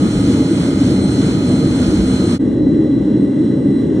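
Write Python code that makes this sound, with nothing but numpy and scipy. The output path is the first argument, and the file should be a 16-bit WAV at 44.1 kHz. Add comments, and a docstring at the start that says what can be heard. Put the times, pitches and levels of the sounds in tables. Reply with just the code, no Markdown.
"""Forced-air melting furnace

A turbulent flame roars in a workshop, booming and throbbing in its chamber, while air hisses
and a motor and a blower whine at multiples of their shaft rates. It is heard first from beside
the flame; after a quick fade it is heard from over the crucible, where the roar is as strong
but hiss and whine are much weaker."""
import sys
import numpy as np
from scipy import signal
from scipy.fft import rfft, irfft
from scipy.io import wavfile
from scipy.ndimage import uniform_filter1d

SR = 44100
rng = np.random.default_rng(int(sys.argv[2]) if len(sys.argv) > 2 else 0)


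def wrap_up_sound(samples):
    """Save the sound to the file named by the first command line argument, as 16-bit audio."""
    columns = np.atleast_2d(samples).T
    # keep every value between -1 and 1, then stretch to whole-number steps
    tamed = np.clip(columns, -1, 1)
    steps = np.round(tamed * 32767).astype(np.int16)
    wavfile.write(sys.argv[1], SR, steps)


N = 176400
TIME, BIN_HZ = np.arange(N) / SR, np.arange(N // 2 + 1) * SR / N
BESIDE, ABOVE = 0, 1  # listening places: beside the flame, above the crucible
LEFT_RIGHT = np.array([[1], [-1]])


def undb(db):
    """Decibels to gain."""
    return 10 ** (np.asarray(db) / 20)


def fader(rows):
    """Gain that rides straight lines between (seconds, dB) points."""
    return undb(np.interp(TIME, *np.array(rows).T))


def swell(rows):
    """A fader ride scaled to unit mean power between its first and last points."""
    gain = fader(rows)
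    start, end = int(rows[0][0] * SR), int(rows[-1][0] * SR)
    return gain / np.sqrt(np.mean(gain[start:end] ** 2))


def across_spectrum(table, column=1):
    """Spread a table column over all frequencies, on a log axis."""
    rows = np.array(table)
    return np.interp(np.log(BIN_HZ + 1), np.log(rows[:, 0]), rows[:, column])


def drift(rate_hz):
    """Smooth random motion with a spread of 1, taking rate_hz new values a second."""
    hold = int(SR / rate_hz)
    steps = np.repeat(rng.standard_normal(400), hold)[:N]
    smooth = uniform_filter1d(uniform_filter1d(steps, hold), hold)
    return smooth / np.std(smooth)


def colour(spectrum, eq, level_db):
    """Noise shaped by an EQ curve, falling steeply past its ends, and set to an RMS level."""
    hz = BIN_HZ + 1
    skirts = 1 / np.sqrt((1 + (eq[0][0] / hz) ** 20) * (1 + (hz / eq[-1][0]) ** 20))
    noise = irfft(spectrum * undb(across_spectrum(eq)) * skirts, N)
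    return noise * undb(level_db) / np.std(noise)


# Stereo image of the flame and air at each place. Each row: frequency in Hz, phase of side
# against mid in radians, share of direct sound in the side from 0 to 1.
IMAGE_BESIDE = [(60, 1, .3), (280, -2, 0.17), (800, -0.5, 0.77), (1340, -2, 0.87), (1800, -6, 0.4),
                (2400, 4, .5), (2900, -1.5, .55), (3500, -4, .55), (6000, -4.5, .65), (10000, -4.5, .65)]
IMAGE_ABOVE = [(60, -1.5, .3), (280, -1.4, 0.46), (550, -0.7, 0.61), (800, -2, .5), (1150, -3.5, 0.45),
               (2400, -5, .7), (6000, -4.5, .55), (10000, -4.7, .6)]


def turbulence(place, mid_eq, side_eq, mid_db, side_db):
    """Turbulent noise at two ears: part arrives directly, part is scattered by the workshop."""
    image = (IMAGE_BESIDE, IMAGE_ABOVE)[place]
    direct, scattered = rfft(rng.standard_normal((2, N)))
    share = np.clip(across_spectrum(image, column=2), 0, 1)
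    side = share * np.exp(1j * across_spectrum(image)) * direct + np.sqrt(1 - share ** 2) * scattered
    return colour(direct, mid_eq, mid_db) + LEFT_RIGHT * colour(side, side_eq, side_db)


def whine(place, tones, shaft_hz, waver_db):
    """Multiples of a slightly wandering shaft rate, each wavering in the moving hot air."""
    speed_hz = shaft_hz * (1 + 0.00026 * drift(rate_hz=5.02))
    shaft_angle = 2 * np.pi * np.cumsum(speed_hz) / SR
    sound = np.zeros((2, N))
    for multiple, *levels_db, lead, pan_db in tones:
        phase = multiple * shaft_angle + rng.uniform(0, 2 * np.pi) + 0.43 * drift(rate_hz=14)
        waver = undb(waver_db * drift(rate_hz=14))
        waver *= np.sqrt(2 / np.mean(waver ** 2))  # gives the wavering sine unit power
        gain = undb(levels_db[place] + LEFT_RIGHT * pan_db / 2)
        sound += gain * waver * np.sin(phase + LEFT_RIGHT * lead / 2)
    return sound


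# The motor's partials. Each row: multiple of the shaft rate, level beside in dB, level above in dB,
# left ear's phase lead in radians, left minus right in dB.
MOTOR_TONES = [(14, -46.5, -55, -.9, -4), (19, -49.5, -60, -1.3, -2), (21, -43.5, -58, -1.6, -4),
               (33, -53.5, -55, .6, -3), (35, -51.5, -60.5, 1, -5), (37, -53.5, -71, 1.7, -5),
               (38, -55.5, -75, 2.2, -5), (39, -55, -74, 2.6, -4), (40, -55, -76, 2.7, -2),
               (41, -53.5, -76, 2.8, 0), (42, -53.5, -76, 2.8, 0), (46, -66, -66, 1.5, 0)]


def motor(place):
    """The spinning motor sings a thin, steady cluster of shaft harmonics."""
    return whine(place, MOTOR_TONES, shaft_hz=59.83, waver_db=2)


# The blower's partials. Each row: multiple of the shaft rate, level beside in dB, level above in dB,
# left ear's phase lead in radians, left minus right in dB.
BLOWER_TONES = [(51, -58, -68, 1.5, 0), (53, -56, -52.5, .6, 0), (55, -40.3, -69, .6, 1),
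                (56, -49.5, -68, .6, 1), (57, -57.5, -78, .7, 1), (106, -68, -73, 1.6, 0),
                (109, -65, -71, 1.6, 0), (110, -57.5, -78, 1.6, 0), (111, -56, -78, 1.6, 0),
                (112, -45.8, -62, 1.7, 0), (114, -65, -74, 1.7, 0)]
# Fader rides for its whine and whistle, one list per place. Each row: time in seconds, relative dB.
WHINE_RIDE = [
    [(0.0, -4), (0.08, -1), (0.3, -1.5), (0.55, -3), (0.7, -2.5), (0.85, -1.5), (1.12, 1.5), (1.22, 0.5),
     (1.42, 0.5), (1.51, 2), (1.65, 1.2), (1.95, -0.5), (2.04, -2.5), (2.25, 3.5), (2.35, -1)],
    [(2.42, -4.5), (2.65, 1), (2.82, -1), (2.98, -1.5), (3.17, 0.5), (3.35, -3), (3.47, 2), (3.6, -3.5),
     (3.7, -2.5), (3.78, 2.5), (3.92, -7.5), (3.98, -3.5)],
]
WHISTLE_RIDE = [
    [(0.0, -6), (0.16, 3), (0.43, -7), (0.51, 3.5), (0.59, 1), (0.68, 1), (0.8, -12), (0.94, 1), (0.99, -6),
     (1.045, 9), (1.085, -6), (1.12, 8), (1.17, -1), (1.26, 2), (1.41, -9), (1.5, 3.5), (1.69, -5),
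     (1.76, 5), (1.82, -2.5), (2.02, -4), (2.12, 6.5), (2.2, -7), (2.28, 8), (2.35, -4)],
    [(2.42, 0.5), (2.6, -8), (3.15, -5.5), (3.23, 5), (3.3, -1), (3.44, 3), (3.55, 0.5), (3.78, 6),
     (3.98, -11)],
]


def blower(place, shaft_hz=74.79, waver_db=1.14, split_multiple=80):
    """The blower's blades whine, with a whistle about an octave up that swells on its own."""
    lower = [row for row in BLOWER_TONES if row[0] < split_multiple]
    upper = [row for row in BLOWER_TONES if row[0] > split_multiple]
    blades = whine(place, lower, shaft_hz, waver_db) * swell(WHINE_RIDE[place])
    whistle = whine(place, upper, shaft_hz, waver_db) * swell(WHISTLE_RIDE[place])
    return blades + whistle


def metal_reflections(sound, echo_db=-12.5, decay_s=0.0072):
    """Early reflections off nearby metal add a hollow, rippled colour."""
    tail = rng.standard_normal(N) * np.exp(-TIME / decay_s)
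    response = 1 + undb(echo_db) * rfft(tail / np.linalg.norm(tail))
    return irfft(rfft(sound) * response, N) / np.sqrt(1 + undb(echo_db) ** 2)


# Mid and side EQ of the hiss at each place. Each row: frequency in Hz, relative level in dB.
HISS_MID_BESIDE = [(900, -65.5), (1300, -69.5), (1450, -64.5), (1650, -70), (2000, -72), (2350, -77),
                   (2700, -85), (2950, -72), (3500, -71.5), (3700, -76.5), (4200, -78.5), (4700, -80),
                   (5450, -75), (6400, -74), (7500, -79), (8400, -75.5), (9200, -83), (10200, -83.5),
                   (11200, -97), (12500, -110)]
HISS_SIDE_BESIDE = [(900, -73), (1300, -72), (1470, -72.5), (1680, -79.5), (2100, -83), (2500, -73),
                    (2750, -77), (3050, -71), (3500, -73.5), (3800, -76.5), (4400, -77), (4850, -71),
                    (5200, -91), (6500, -82), (8300, -81.5), (9200, -81), (10100, -85.5), (11500, -88.5),
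                    (15500, -89.5)]
HISS_MID_ABOVE = [(900, -69), (1150, -77), (1320, -80.5), (1500, -76.5), (1750, -77.5), (1980, -73),
                  (2120, -86), (2250, -90), (2550, -90), (2750, -84.5), (2950, -87), (3400, -80),
                  (3750, -88.5), (4200, -90.5), (4450, -97), (5250, -96.5), (5550, -83.5), (5850, -98),
                  (6500, -92), (7500, -95.5), (8400, -92), (9100, -102), (12500, -114)]
HISS_SIDE_ABOVE = [(900, -75.5), (1450, -81.5), (1650, -88.5), (1980, -94), (2300, -99), (3300, -91.5),
                   (3700, -102), (4800, -92.5), (5300, -110), (6000, -110), (6450, -99), (8300, -93.5),
                   (9200, -100), (15500, -107)]


def air_hiss(place, flutter_db=1):
    """Rushing air makes a bright, lightly fluttering hiss that bounces off the metal."""
    if place == BESIDE:
        hiss = turbulence(place, HISS_MID_BESIDE, HISS_SIDE_BESIDE, mid_db=-35.5, side_db=-35)
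    else:
        hiss = turbulence(place, HISS_MID_ABOVE, HISS_SIDE_ABOVE, mid_db=-45, side_db=-50)
    return metal_reflections(hiss) * undb(flutter_db * drift(rate_hz=14))


# Bursts of combustion. Each row: centre in seconds, length in seconds, pitch in Hz, peak level in dB.
BURSTS = [(0.282, 0.093, 281, -9.5), (.411, 0.032, 280, -5), (0.519, 0.026, 314, -4),
          (0.697, 0.054, 283.5, -7.5), (0.815, .06, 286, -7.5), (0.858, 0.052, 262, -8.5),
          (0.923, 0.044, 314, -9.5), (0.988, .055, 259, -9), (1.201, .065, 268.4, -7.5),
          (1.534, 0.089, 255, -10), (1.821, 0.059, 255, -10), (1.946, 0.043, 302, -9),
          (2.641, 0.057, 291, -7.5), (2.686, 0.069, 266.5, -6.5), (2.808, .075, 321, -9),
          (2.923, 0.11, 279.4, -8.5), (3.082, 0.048, 306, -7.5), (3.165, 0.046, 312, -10),
          (3.24, 0.069, 276, -6.5), (3.399, 0.055, 309, -8), (3.672, 0.073, 272.6, -8.5),
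          (3.804, 0.063, 272, -8), (3.965, 0.073, 312, -12.5)]


def throbbing(boom, duck_depth=0.24):
    """In each burst the flame locks on to a chamber resonance, which rings as the noisy boom ducks."""
    wobble = 0.3 * drift(rate_hz=78)  # radians
    phases = rng.uniform(0, 2 * np.pi, len(BURSTS))
    ring, locked = np.zeros(N), np.zeros(N)
    for (centre, length, hz, db), phase in zip(BURSTS, phases):
        active = np.abs(TIME - centre) < length / 2
        t = TIME[active] - centre
        hump = np.cos(np.pi * t / length) ** 2
        ring[active] += undb(db) * hump * np.sin(2 * np.pi * hz * t + phase + wobble[active])
        locked[active] += hump
    return boom * (1 - np.clip(duck_depth * locked, 0, 1)) + ring


# The flame's surges, as a fader ride on the boom. Each row: time in seconds, gain in dB.
BOOM_RIDE = [(0, -3.5), (.05, 3.5), (.1, -6.5), (.2, -1.5), (.33, 1), (.46, -4), (.58, -1.5), (.64, -4.5),
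             (.68, -2.5), (1.05, -1), (1.15, -4.5), (1.22, -1.5), (1.35, -3), (1.43, -2), (1.62, -0.5),
             (1.9, -1.5), (2.35, -1), (2.48, -0.5), (2.55, -4.5), (2.62, 0.5), (2.76, 1.5), (2.88, -3),
             (2.97, 1), (3.04, -6), (3.11, -1), (3.34, -2.5), (3.46, -1), (3.62, -4), (3.73, 0),
             (3.87, -3.5), (3.98, -1)]


def chamber_boom(band, window_s=0.047):
    """The chamber booms: a band of the roar is levelled, then follows the flame's surges and throbs."""
    power = uniform_filter1d(band[0] ** 2, int(window_s * SR))
    power = uniform_filter1d(power, int(window_s * SR / 2))
    steady = band * np.sqrt(np.mean(power) / power)
    return throbbing(steady * fader(BOOM_RIDE))


# Mid and side EQ of the roar at each place. Each row: frequency in Hz, relative level in dB.
ROAR_MID_BESIDE = [(25, -37), (41, -25), (60, -15), (85, -10.5), (101, -10.5), (122, -5.5), (165, -8.5),
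                   (200, -0.1), (228, -8), (260, 1), (278, -2), (315, -2), (355, -10), (425, -17),
                   (460, -13.5), (510, -22), (580, -21.5), (700, -30.5), (820, -31)]
ROAR_SIDE_BESIDE = [(25, -13), (40, -21), (90, -14.5), (155, -3), (195, -3), (280, 8.5), (380, -10.5),
                    (440, -6), (490, -20), (570, -13), (680, -13.5), (820, -13)]
ROAR_MID_ABOVE = [(25, -36.5), (64, -15), (98, -15.5), (128, -6), (175, -8.5), (200, -2.5), (235, -2),
                  (262, 0), (320, -1), (366, -10.5), (413, -11.5), (479, -20), (549, -19), (700, -37.5),
                  (820, -36)]
ROAR_SIDE_ABOVE = [(25, -16), (45, -21), (75, -20), (110, -16.5), (150, -13), (210, -2.5), (310, 3),
                   (420, -3.5), (500, -15), (580, -8), (700, -24), (820, -20.5)]
# The flame's flares, as a fader ride on the deepest rumble. Each row: time in seconds, gain in dB.
RUMBLE_RIDE = [(0.0, -8), (0.16, 11), (0.41, -5), (0.51, -15), (0.96, 2), (1.2, -5), (1.35, -4),
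               (1.61, -7.3), (1.73, 4), (2.02, 15.5), (2.22, -2), (2.63, 7), (2.88, -3), (3.0, -0.5),
               (3.31, -12), (3.98, -3)]


def flame(place, rumble_top_hz=62.5, boom_band_hz=(185, 395), flutter_db=1):
    """The turbulent flame roars: its low end swells as it flares, its low mids boom, the rest flutters."""
    if place == BESIDE:
        roar = turbulence(place, ROAR_MID_BESIDE, ROAR_SIDE_BESIDE, mid_db=-12, side_db=-31.5)
    else:
        roar = turbulence(place, ROAR_MID_ABOVE, ROAR_SIDE_ABOVE, mid_db=-12, side_db=-27)
    lowpasses = [1 / (1 + (BIN_HZ / edge_hz) ** 8) for edge_hz in (rumble_top_hz, *boom_band_hz)]
    rumble, below_boom, through_boom = (irfft(rfft(roar) * lowpass, N) for lowpass in lowpasses)
    boom_band = through_boom - below_boom
    boom = chamber_boom(boom_band)
    rush = (roar - rumble - boom_band) * undb(flutter_db * drift(rate_hz=25))
    return rumble * fader(RUMBLE_RIDE) + boom + rush


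def furnace(place):
    """Flame, rushing air, blower and motor from one listening place."""
    return flame(place) + air_hiss(place) + blower(place) + motor(place)


def scene():
    """The sound beside the flame fades out, then the sound above the crucible fades in."""
    change_s, fade_out_s, fade_in_s = 2.386, 0.039, 0.02
    fade_out = np.clip((change_s - TIME) / fade_out_s, 0, 1)
    fade_in = np.clip((TIME - change_s) / fade_in_s, 0, 1) ** 0.95
    return furnace(BESIDE) * fade_out + furnace(ABOVE) * fade_in


def record(dry):
    """A soft clip rounds the highest peaks and a steep low-pass cuts the top."""
    rounded = dry / (1 + dry ** 8) ** (1 / 8)
    top_hz = 15700
    return signal.sosfilt(signal.ellip(10, .2, 80, top_hz, fs=SR, output="sos"), rounded)


dry = scene()
out = record(dry)
wrap_up_sound(out)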